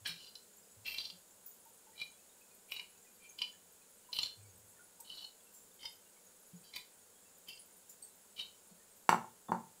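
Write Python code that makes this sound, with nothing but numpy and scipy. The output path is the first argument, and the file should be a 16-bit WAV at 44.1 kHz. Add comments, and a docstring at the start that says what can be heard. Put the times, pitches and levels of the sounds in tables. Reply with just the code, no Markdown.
"""Quiet kitchen, stone counter: a small knife peels a green mango held in the hand.
Strokes tear the skin: a stream of fracture clicks, with bigger snaps, excites resonances of blade, peel and hand.
Wet fingers squelch, the handled fruit squeaks, faint chirps come at random; hands and body bump softly.
At the end the knife is put down and bounces, then the fruit lands duller: clicks ring counter and blade modes.
A short room decay, a steady murmur and microphone hiss lie around it."""
import sys
import numpy as np
from scipy import signal
from scipy.fft import rfft, irfft
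from scipy.io import wavfile
from scipy.ndimage import uniform_filter1d

SR = 44100
rng = np.random.default_rng(int(sys.argv[2]) if len(sys.argv) > 2 else 0)


def transcribe(u):
    """Save the signal u as a 16-bit wav file named by the first command-line argument.

    u: samples, shape (n,) or (channels, n), limited to [-1, 1]; the rate is SR.
    q: integer samples, one column per channel.
    """
    v = np.clip(np.atleast_2d(u).T, -1, 1)
    q = np.round(v * 32767).astype(np.int16)
    wavfile.write(sys.argv[1], SR, q)


N = 432180
TIME_S = np.arange(N) / SR

# blade bites, travels under the skin, lets go: t/s, bite/s, travel/s, drag level/dB before trim
STROKES = [(0.048, 0.008, 0.032, -43), (0.171, 0.0044, 0.1, -59.5), (0.847, 0.012, 0.097, -48),
           (0.969, 0.0082, 0.087, -54), (1.948, 0.056, 0.0088, -51.5), (2.684, 0.038, 0.064, -54),
           (3.201, 0.043, .01, -58.5), (3.377, 0.033, 0.017, -52), (4.121, .012, 0.12, -49.5),
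           (5.045, 0.08, 0.097, -52), (5.79, 0.057, .01, -50), (6.625, 0.017, 0.045, -66),
           (6.726, 0.027, 0.0036, -48.5), (7.465, .022, 0.011, -51), (8.361, 0.028, 0.014, -46)]
# resonances of blade, peel and cupped hand, one list per stroke: f/Hz, level/dB relative, width/Hz
GRIPS = [
    [(1670,1,120),(2000,-11,190),(2366,3,71),(2710,-4,93),(3000,1,110),(3250,0.5,77),(3910,2,120),(4180,-2,130),(5000,-9,91),(5270,-9,130)],
    [(2950,4.5,180),(3550,-9,300),(4120,2,150),(4690,-1,67),(5430,-2,60)],
    [(2100,-8,120),(2363,5.5,42),(2720,6,83),(3180,0.5,130),(3970,-1.5,70),(4190,0,86),(4540,-2,73),(5280,-9,120)],
    [(2370,-5,77),(2870,-4,65),(3220,0,90),(3540,7,110),(4070,9.5,90),(4320,5.5,120),(4650,11,41),(5100,-15,150),(5500,-2,62)],
    [(2390,11.5,31),(3020,1.5,71),(3290,-6,110),(3940,6,72),(4570,-9,32),(5600,-29,51)],
    [(2410,11,170),(2740,2,120),(2870,-1,100),(3870,0.5,120),(4370,-5.5,38),(4570,-19,54),(5500,-22,57)],
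    [(2372,6.5,43),(3100,-5,48),(4150,-19,60)],
    [(2440,-0.5,37),(2980,-3,110),(3030,3.5,150),(4060,-2.5,160),(4690,-3,75),(4960,-23,71)],
    [(2400,-13,60),(3003,9,69),(3120,2,78),(3510,3.5,110),(3950,-3,150),(4130,9,180),(4640,-5,51),(5300,-2,67),(5560,-24,61)],
    [(2990,9,76),(3460,-9,69),(3930,3.5,93),(4270,1.5,76),(4700,-20,47),(5360,-27,80)],
    [(2164,-3,68),(2780,-20,51),(3120,4,100),(3630,0.5,34),(4320,-10,67),(4590,-4,53),(4964,-0.5,46),(5600,-9,55)],
    [(3140,4,100),(4000,-3,130),(4660,4,90),(5250,-4,100)],
    [(2180,4,150),(2370,1,73),(3080,0.5,130),(3540,2,72),(3960,7.5,110),(4270,-15,120),(4600,4,57),(5130,-18,96),(5570,-28,27)],
    [(2370,-8,54),(2760,1,45),(3080,0.5,120),(4240,-8,64),(4650,-2,90),(4880,-4,55)],
    [(2390,3,48),(3010,3.5,110),(3260,-14,98),(3800,1.5,110),(4130,-4,48),(4400,-3,38),(5400,-25,55)],
]
# spectrum of fracture crackle and soft thud beside the ringing: f/Hz, level/dB relative
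CRACKLE = [(30,9),(150,8),(600,6.5),(820,7.5),(970,10.5),(1150,6),(2000,-4.5),(6000,-54),(7200,4.5),(10000,3.5),(12800,-3),(13900,0),(15500,-21.5)]
STROKE_SPAN_S = 0.45


def peeling(drag_trim_db=-2, crackle_db=-15, catch_db=3, catch_hz=110,
            snap_rise_s=0.002, snap_decay_s=0.0042, snap_crackle_db=-3, follow_through_s=0.017):
    """Cells break in a dense stream under the blade, which catches unevenly and now and then snaps through."""
    fractures = grains(per_s=7000, spread_db=3.5)
    catching = from_db(catch_db * rms_one(cut(rng.standard_normal(N), catch_hz, "low")))
    ringing, tearing = np.zeros(N), np.zeros(N)
    for (start_s, bite_s, travel_s, db), grip in zip(STROKES, GRIPS):
        stroke = int(start_s * SR) + np.arange(int(STROKE_SPAN_S * SR))
        age_s = TIME_S[:len(stroke)]
        drag_db = db + drag_trim_db + drag_level_db(age_s, bite_s, travel_s)
        scrape = from_db(drag_db) * catching[stroke]
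        # the tear opens just before it gives way
        snaps = np.zeros(len(stroke))
        for snap_s, peak_db in stroke_snaps(start_s, bite_s, travel_s, db):
            snap = from_db(peak_db) * swell(snap_s - snap_rise_s, snap_decay_s, snap_rise_s)[stroke]
            snaps = np.maximum(snaps, snap)
        progress = np.minimum(age_s / (bite_s + travel_s + follow_through_s), 1)
        ringing[stroke] += through_grip(np.maximum(scrape, snaps) * fractures[stroke], grip, progress)
        # snaps ring more than they crackle
        tearing[stroke] += np.maximum(scrape, from_db(snap_crackle_db) * snaps) * fractures[stroke]
    return ringing + from_db(crackle_db) * colour(tearing, CRACKLE)


def drag_level_db(age_s, bite_s, travel_s, bite_rise_db=15, let_go_db_per_s=274):
    """Drag re full strength: builds as the blade bites, holds, dies as it lets go."""
    biting_db = -bite_rise_db * np.maximum(1 - age_s / bite_s, 0)
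    letting_go_db = -let_go_db_per_s * np.maximum(age_s - bite_s - travel_s, 0)
    return biting_db + letting_go_db


# loudest snaps, where the skin gives way: t/s, peak level/dB before trim
SNAPS = [(0.0598, -35), (.069, -37), (.0853, -42), (0.354, -45.5), (0.8782, -38), (0.944, -37.5),
         (0.9832, -35), (1.0026, -40), (1.0535, -42), (1.1004, -42.5), (2, -41.5), (2.015, -35.5),
         (2.7198, -34.5), (2.764, -39.5), (2.796, -41.5), (3.2432, -53), (3.3885, -40.5), (3.418, -31),
         (4.130, -36), (4.1654, -36), (4.1886, -26.5), (4.232, -30.5), (4.259, -37), (5.098, -46.5),
         (5.128, -52), (5.244, -44), (5.8308, -41.5), (5.8535, -36), (6.763, -35), (7.485, -45.5),
         (7.575, -54), (8.397, -38.5)]


def stroke_snaps(start_s, bite_s, travel_s, stroke_db, big_trim_db=-1,
                 small_per_s=40, small_db=4.5, small_spread_db=0.5):
    """Skin gives way in listed big snaps and a random run of lesser ones during travel: (s, peak dB)."""
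    gaps = rng.uniform(0.5, 1.5, size=16)
    sizes = rng.standard_normal(size=16)
    snaps = []
    for age_s, size in zip(np.cumsum(gaps) / small_per_s, sizes):
        if age_s < travel_s:
            snaps.append((start_s + bite_s + age_s, stroke_db + small_db + small_spread_db * size))
    # big snaps belong to a stroke until the next one starts
    later_s = [row[0] for row in STROKES if row[0] > start_s]
    end_s = min(later_s + [start_s + STROKE_SPAN_S])
    return snaps + [(s, peak_db + big_trim_db) for s, peak_db in SNAPS if start_s <= s < end_s]


def through_grip(x, grip, progress, climb_db_per_octave=5, wander_db=3, wander_hz=35, skin_top_hz=5750):
    """Parallel resonances of one grip, dark below the lowest; power is about kept."""
    lowest_hz = min(grip)[0]

    def body(v, gains):
        """Sum the resonances, band-limited."""
        modes = [from_db(db) * resonate(v * gain, hz, width) for (hz, db, width), gain in zip(grip, gains)]
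        return cut(cut(sum(modes), lowest_hz, "high", order=6), skin_top_hz, "low", order=8)

    hz = np.array(grip)[:, 0]
    # high resonances take over as the blade advances; their balance wanders at random
    climb_db = climb_db_per_octave * np.outer(np.log2(hz / hz.mean()), 2 * progress - 1)
    drift_db = wander_db * rms_one(cut(rng.standard_normal((len(grip), len(x))), wander_hz, "low"))
    impulse_response = body(signal.unit_impulse(SR // 10), np.ones(len(grip)))
    return body(x, from_db(climb_db + drift_db)) / np.linalg.norm(impulse_response)


# knife, then fruit, meet the counter:
# t/s, level/dB, contact hardness f/Hz, blade level/dB re level, scuff level/dB re click, scuff decay/s
KNOCKS = [(9.092,-7.5,3140,2,-29,0.0045),(9.1278,-12.5,1510,-8,-30,0.004),(9.1445,-16.5,1365,-18,-28,0.0065),(9.244,-34.5,950,-30,-9,0.0065),(9.484,-50.5,1110,-13.5,15,0.013),(9.49,-31.5,408,-29,8,0.013),(9.519,-14,1130,-12.5,-13.5,0.012),(9.546,-27,910,-30,-4,0.0079)]
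# modes of the counter and what lands on it: f/Hz, level/dB, t60/s
COUNTER = [(193,-43,0.32),(231,-29.5,0.22),(366,-25,.06),(710,-27,0.04),(887,-44,0.41),(970,-16,0.0119),(1083,-7,0.0095),(1335,-6.5,0.0087),(1445,-19.5,0.013),(1900,-28,0.00587),(2156,-13,0.012),(2800,-22.5,0.0108)]
# steel blade modes: f/Hz, level/dB, t60/s
BLADE = [(4550,-28.5,0.018),(6000,-31.5,0.0195),(7670,-30,0.05),(13500,-53.5,.04)]


def knocks(crack_db=-24, crack_low_hz=2500, crack_top_hz=8000, body_low_hz=180):
    """Softer contact is a duller push with some scuff; blade level sets both blade ring and crack."""
    pushes, strikes, crack = np.zeros(N), np.zeros(N), np.zeros(N)
    grit = grains(per_s=10000, spread_db=9.0) / 10
    for s, db, hard_hz, blade_db, scuff_db, scuff_s in KNOCKS:
        click = signal.unit_impulse(N, round(s * SR))
        scuff = from_db(scuff_db) * swell(s, scuff_s, rise_s=0.0023) * grit
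        pushes += from_db(db) * cut(click + scuff, hard_hz, "low", order=3)
        strikes += from_db(db + blade_db) * click
        crack += from_db(db + blade_db + crack_db) * swell(s, decay_s=0.0049, rise_s=0.000067)
    body = near_echoes(cut(ring(pushes, COUNTER), body_low_hz, "high", order=4))
    crack = cut(crack * rng.standard_normal(N), crack_low_hz, "high")
    return body + ring(strikes, BLADE) + cut(crack, crack_top_hz, "low", order=1)


def near_echoes(x, echoes=((0.0011, 0.55), (0.0022, 0.45))):
    """Counter and what stands on it send a blow back at once: (delay s, gain)."""
    return x + sum(gain * np.interp(TIME_S - delay_s, TIME_S, x, left=0) for delay_s, gain in echoes)


# wet fingers and juice: t/s, level/dB before trim, f/Hz, decay/s, spit level/dB re tone
SQUELCHES = [(0.069, -50.5, 8800, 0.012, 7.5), (0.86, -50, 13850, 0.078, -6),
             (1.459, -45.5, 14800, .018, -7), (2.708, -51, 13700, 0.022, -2), (3.29, -51, 6530, .009, -18),
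             (4.132, -54, 14000, 0.061, -2), (4.152, -54, 10060, .016, -12),
             (4.217, -44.5, 7150, .013, -19), (5.001, -47.5, 8280, .0055, 2.5),
             (5.534, -58.5, 7380, 0.078, 0), (6.757, -49, 13900, 0.0091, 2),
             (7.482, -55, 14200, 0.0081, 5.5), (7.593, -50.5, 9870, 0.013, -13),
             (7.892, -50.5, 7160, 0.014, 1), (8.021, -46.5, 8300, 0.019, -8)]


def wet_fingers(trim_db=-4, width_hz=260, spit_low_hz=6500):
    """Films of juice part in small high crackles, each squelch with a pitch of its own."""
    films = grains(per_s=3700, spread_db=2.0)
    spit = rms_one(cut(films, spit_low_hz, "high", order=3))
    out = np.zeros(N)
    for s, db, hz, decay_s, spit_db in SQUELCHES:
        squelch = from_db(spit_db) * spit + tone(films, hz, width_hz)
        out += from_db(db + trim_db) * swell(s, decay_s, rise_s=0.0047) * squelch
    return out


def random_chirps(per_s, softest_db, range_db, low_hz, high_hz, peak_s, width_hz, handling_s=9):
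    """Faint narrow-band chirps at random times and pitches, up to handling_s."""
    out, noise = np.zeros(N), rng.standard_normal(N)
    age = TIME_S[:SR // 10] / peak_s
    envelope = age * np.exp(1 - age)
    for when, pitch, size in rng.random(size=(int(per_s * handling_s), 3)):
        part = int(when * handling_s * SR) + np.arange(SR // 10)
        hz = low_hz * (high_hz / low_hz) ** pitch
        out[part] += from_db(softest_db + range_db * size) * envelope * tone(noise[part], hz, width_hz)
    return out


# small squeaks of handling the fruit and setting it down: t/s, level/dB before trim, f/Hz
SQUEAKS = [(.275, -56, 4760), (1.654, -61.5, 903), (1.868, -61, 878), (2.79, -59.5, 988),
           (3.411, -54.5, 972), (4.087, -56.5, 990), (4.792, -58.5, 1440), (4.994, -59.5, 924),
           (5.839, -55.5, 910), (6.76, -58.5, 990), (8.023, -59, 4490), (9.481, -60.5, 3530)]


def squeaks(decay_s=0.016):
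    """Small squeaks of handling the fruit and setting it down: brief narrow-band friction."""
    rows = [(s, db, hz, decay_s) for s, db, hz in SQUEAKS]
    return rubs(rows, trim_db=-3.5, width_hz=43, rise_s=0.0068)


# hands and body: t/s, level/dB before trim, f/Hz, decay/s
BUMPS = [(0.009, -61, 102, 0.023), (0.09, -56, 166, 0.028), (0.762, -63.5, 112, 0.034),
         (1.12, -63, 177, 0.024), (4.37, -60, 98.5, 0.14), (6.533, -49.5, 173.4, 0.014),
         (8.711, -59, 187, 0.013)]


def bumps():
    """Hands and body bump, muffled: low narrow-band swells."""
    return rubs(BUMPS, trim_db=-2.5, width_hz=21, rise_s=0.0074)


def rubs(table, trim_db, width_hz, rise_s):
    """Brief noise swells into one resonance a row."""
    friction, out = rng.standard_normal(N), np.zeros(N)
    for s, db, hz, decay_s in table:
        out += from_db(db + trim_db) * swell(s, decay_s, rise_s) * tone(friction, hz, width_hz)
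    return out


# kitchen decay: f/Hz, t60/s
KITCHEN_T60 = [(100,0.53),(260,0.27),(700,0.28),(1800,0.27),(4000,0.29),(12000,0.25)]


def kitchen(x, first_echo_s=0.004):
    """Dense echoes off tiles and counter, dying band by band; unit energy."""
    age_s = TIME_S[:SR // 2]
    tail = np.zeros(len(age_s))
    edges_hz = np.geomspace(40, 18000, 13)
    for low_hz, high_hz in zip(edges_hz, edges_hz[1:]):
        band = cut(rng.standard_normal(len(age_s)), [low_hz, high_hz], "band")
        t60_s = at_hz(KITCHEN_T60, np.sqrt(low_hz * high_hz))
        tail += band * np.exp(-np.log(1000) * age_s / t60_s)
    tail *= age_s > first_echo_s
    return signal.fftconvolve(x, tail / np.linalg.norm(tail))[:N]


# room murmur spectrum: f/Hz, level/dB relative
MURMUR = [(25,-11.5),(60,-18),(98,-3.5),(130,-19.5),(180,0.5),(290,-8.5),(470,-0.5),(700,-7.5),(950,-7),(1200,-11.5),(1500,-8.5),(1900,-14),(5800,-13),(7500,-45.5)]
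# microphone hiss spectrum: f/Hz, level/dB relative
HISS = [(5600,-28.5),(6200,-1),(6800,5.5),(8300,4),(9000,2),(10300,2.5),(11700,-1.5),(12400,-1),(13300,-6.5),(15000,0.5),(15800,-5.5)]


def background(murmur_db=-69, hiss_db=-64.5, hiss_low_hz=4100):
    """Steady room murmur and microphone hiss: coloured noise; hiss level is before its high-pass."""
    murmur = from_db(murmur_db) * colour(rng.standard_normal(N), MURMUR)
    hiss = from_db(hiss_db) * colour(rng.standard_normal(N), HISS)
    return murmur + cut(hiss, hiss_low_hz, "high", order=4)


def from_db(db):
    """Decibels to gain."""
    return 10 ** (np.asarray(db) / 20)


def rms_one(x):
    """Scale to unit power."""
    return x / np.sqrt(np.mean(x ** 2) + 1e-20)


def at_hz(points, hz):
    """Read a table on a log-frequency axis."""
    f, value = np.transpose(points)
    return np.interp(np.log(np.maximum(hz, 1)), np.log(f), value)


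def cut(x, hz, kind, order=2):
    """Butterworth filter."""
    sos = signal.butter(order, np.clip(hz, 10, 0.45 * SR), kind, fs=SR, output="sos")
    return signal.sosfilt(sos, x + 1e-18)


def colour(x, spectrum):
    """Give a white signal a spectrum and keep its power."""
    gain = from_db(at_hz(spectrum, np.arange(N // 2 + 1) * SR / N))
    return irfft(rfft(x) * rms_one(gain), N)


def resonate(x, hz, width_hz):
    """Two-pole resonance with gain 1 on top."""
    r = np.exp(-np.pi * width_hz / SR)
    numerator = np.array([1, 0, -1]) * (1 - r * r) / 2
    denominator = [1, -2 * r * np.cos(2 * np.pi * hz / SR), r * r]
    return signal.lfilter(numerator, denominator, x + 1e-18)


def tone(x, hz, width_hz):
    """A narrow resonance kept ringing at an even level."""
    v = resonate(resonate(x, hz, width_hz), hz, width_hz)
    return v / np.sqrt(np.abs(uniform_filter1d(v ** 2, size=1000)) + 1e-14)


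def ring(clicks, modes):
    """Each click sets decaying sines going."""
    out = np.zeros(N)
    for hz, db, t60_s in modes:
        r = np.exp(-np.log(1000) / (t60_s * SR))
        w = 2 * np.pi * hz / SR
        sine = signal.lfilter([0, np.sin(w)], [1, -2 * r * np.cos(w), r * r], clicks + 1e-18)
        out += from_db(db) * sine
    return out


def grains(per_s, spread_db):
    """Random clicks of uneven size, their power evened over a few milliseconds."""
    hits = rng.random(N) < per_s / SR
    clicks = hits * rng.choice([-1, 1], N) * from_db(spread_db * rng.standard_normal(N))
    return clicks / np.sqrt(np.abs(uniform_filter1d(clicks ** 2, size=260)) + 1e-6)


def swell(s, decay_s, rise_s):
    """A quick rise at time s and an exponential fall; height 1."""
    out, start = np.zeros(N), max(int(s * SR), 0)
    age_s = TIME_S[:min(int(10 * decay_s * SR) + 2, N - start)]
    shape = (1 - np.exp(-age_s / rise_s)) * np.exp(-age_s / decay_s)
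    out[start:start + len(age_s)] = shape / shape.max()
    return out


def scene(hand_room_db=-7, counter_room_db=-5, slab_hz=930, slab_width_hz=300, slab_share=0.42):
    """Hands and counter share one small room."""
    high_chirps = random_chirps(per_s=18, softest_db=-71.75, range_db=7, low_hz=6540, high_hz=14640,
                                peak_s=0.0079, width_hz=100)
    low_chirps = random_chirps(per_s=6, softest_db=-80, range_db=10, low_hz=1497, high_hz=5660,
                               peak_s=0.0093, width_hz=41)
    hands = peeling() + wet_fingers() + high_chirps + low_chirps + squeaks() + bumps()
    counter = knocks()
    # the slab's main ring reaches the microphone standing on it more than it fills the room
    airborne = counter - slab_share * resonate(counter, slab_hz, slab_width_hz)
    room = kitchen(from_db(hand_room_db) * hands + from_db(counter_room_db) * airborne)
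    return (hands + counter + room + background())[None]


def record(dry, cutoff_hz=15700):
    """The top is cut steeply by an elliptic low-pass."""
    sos = signal.ellip(12, 0.1, 80, cutoff_hz, fs=SR, output="sos")
    return signal.sosfilt(sos, dry)


dry = scene()
out = record(dry)
transcribe(out)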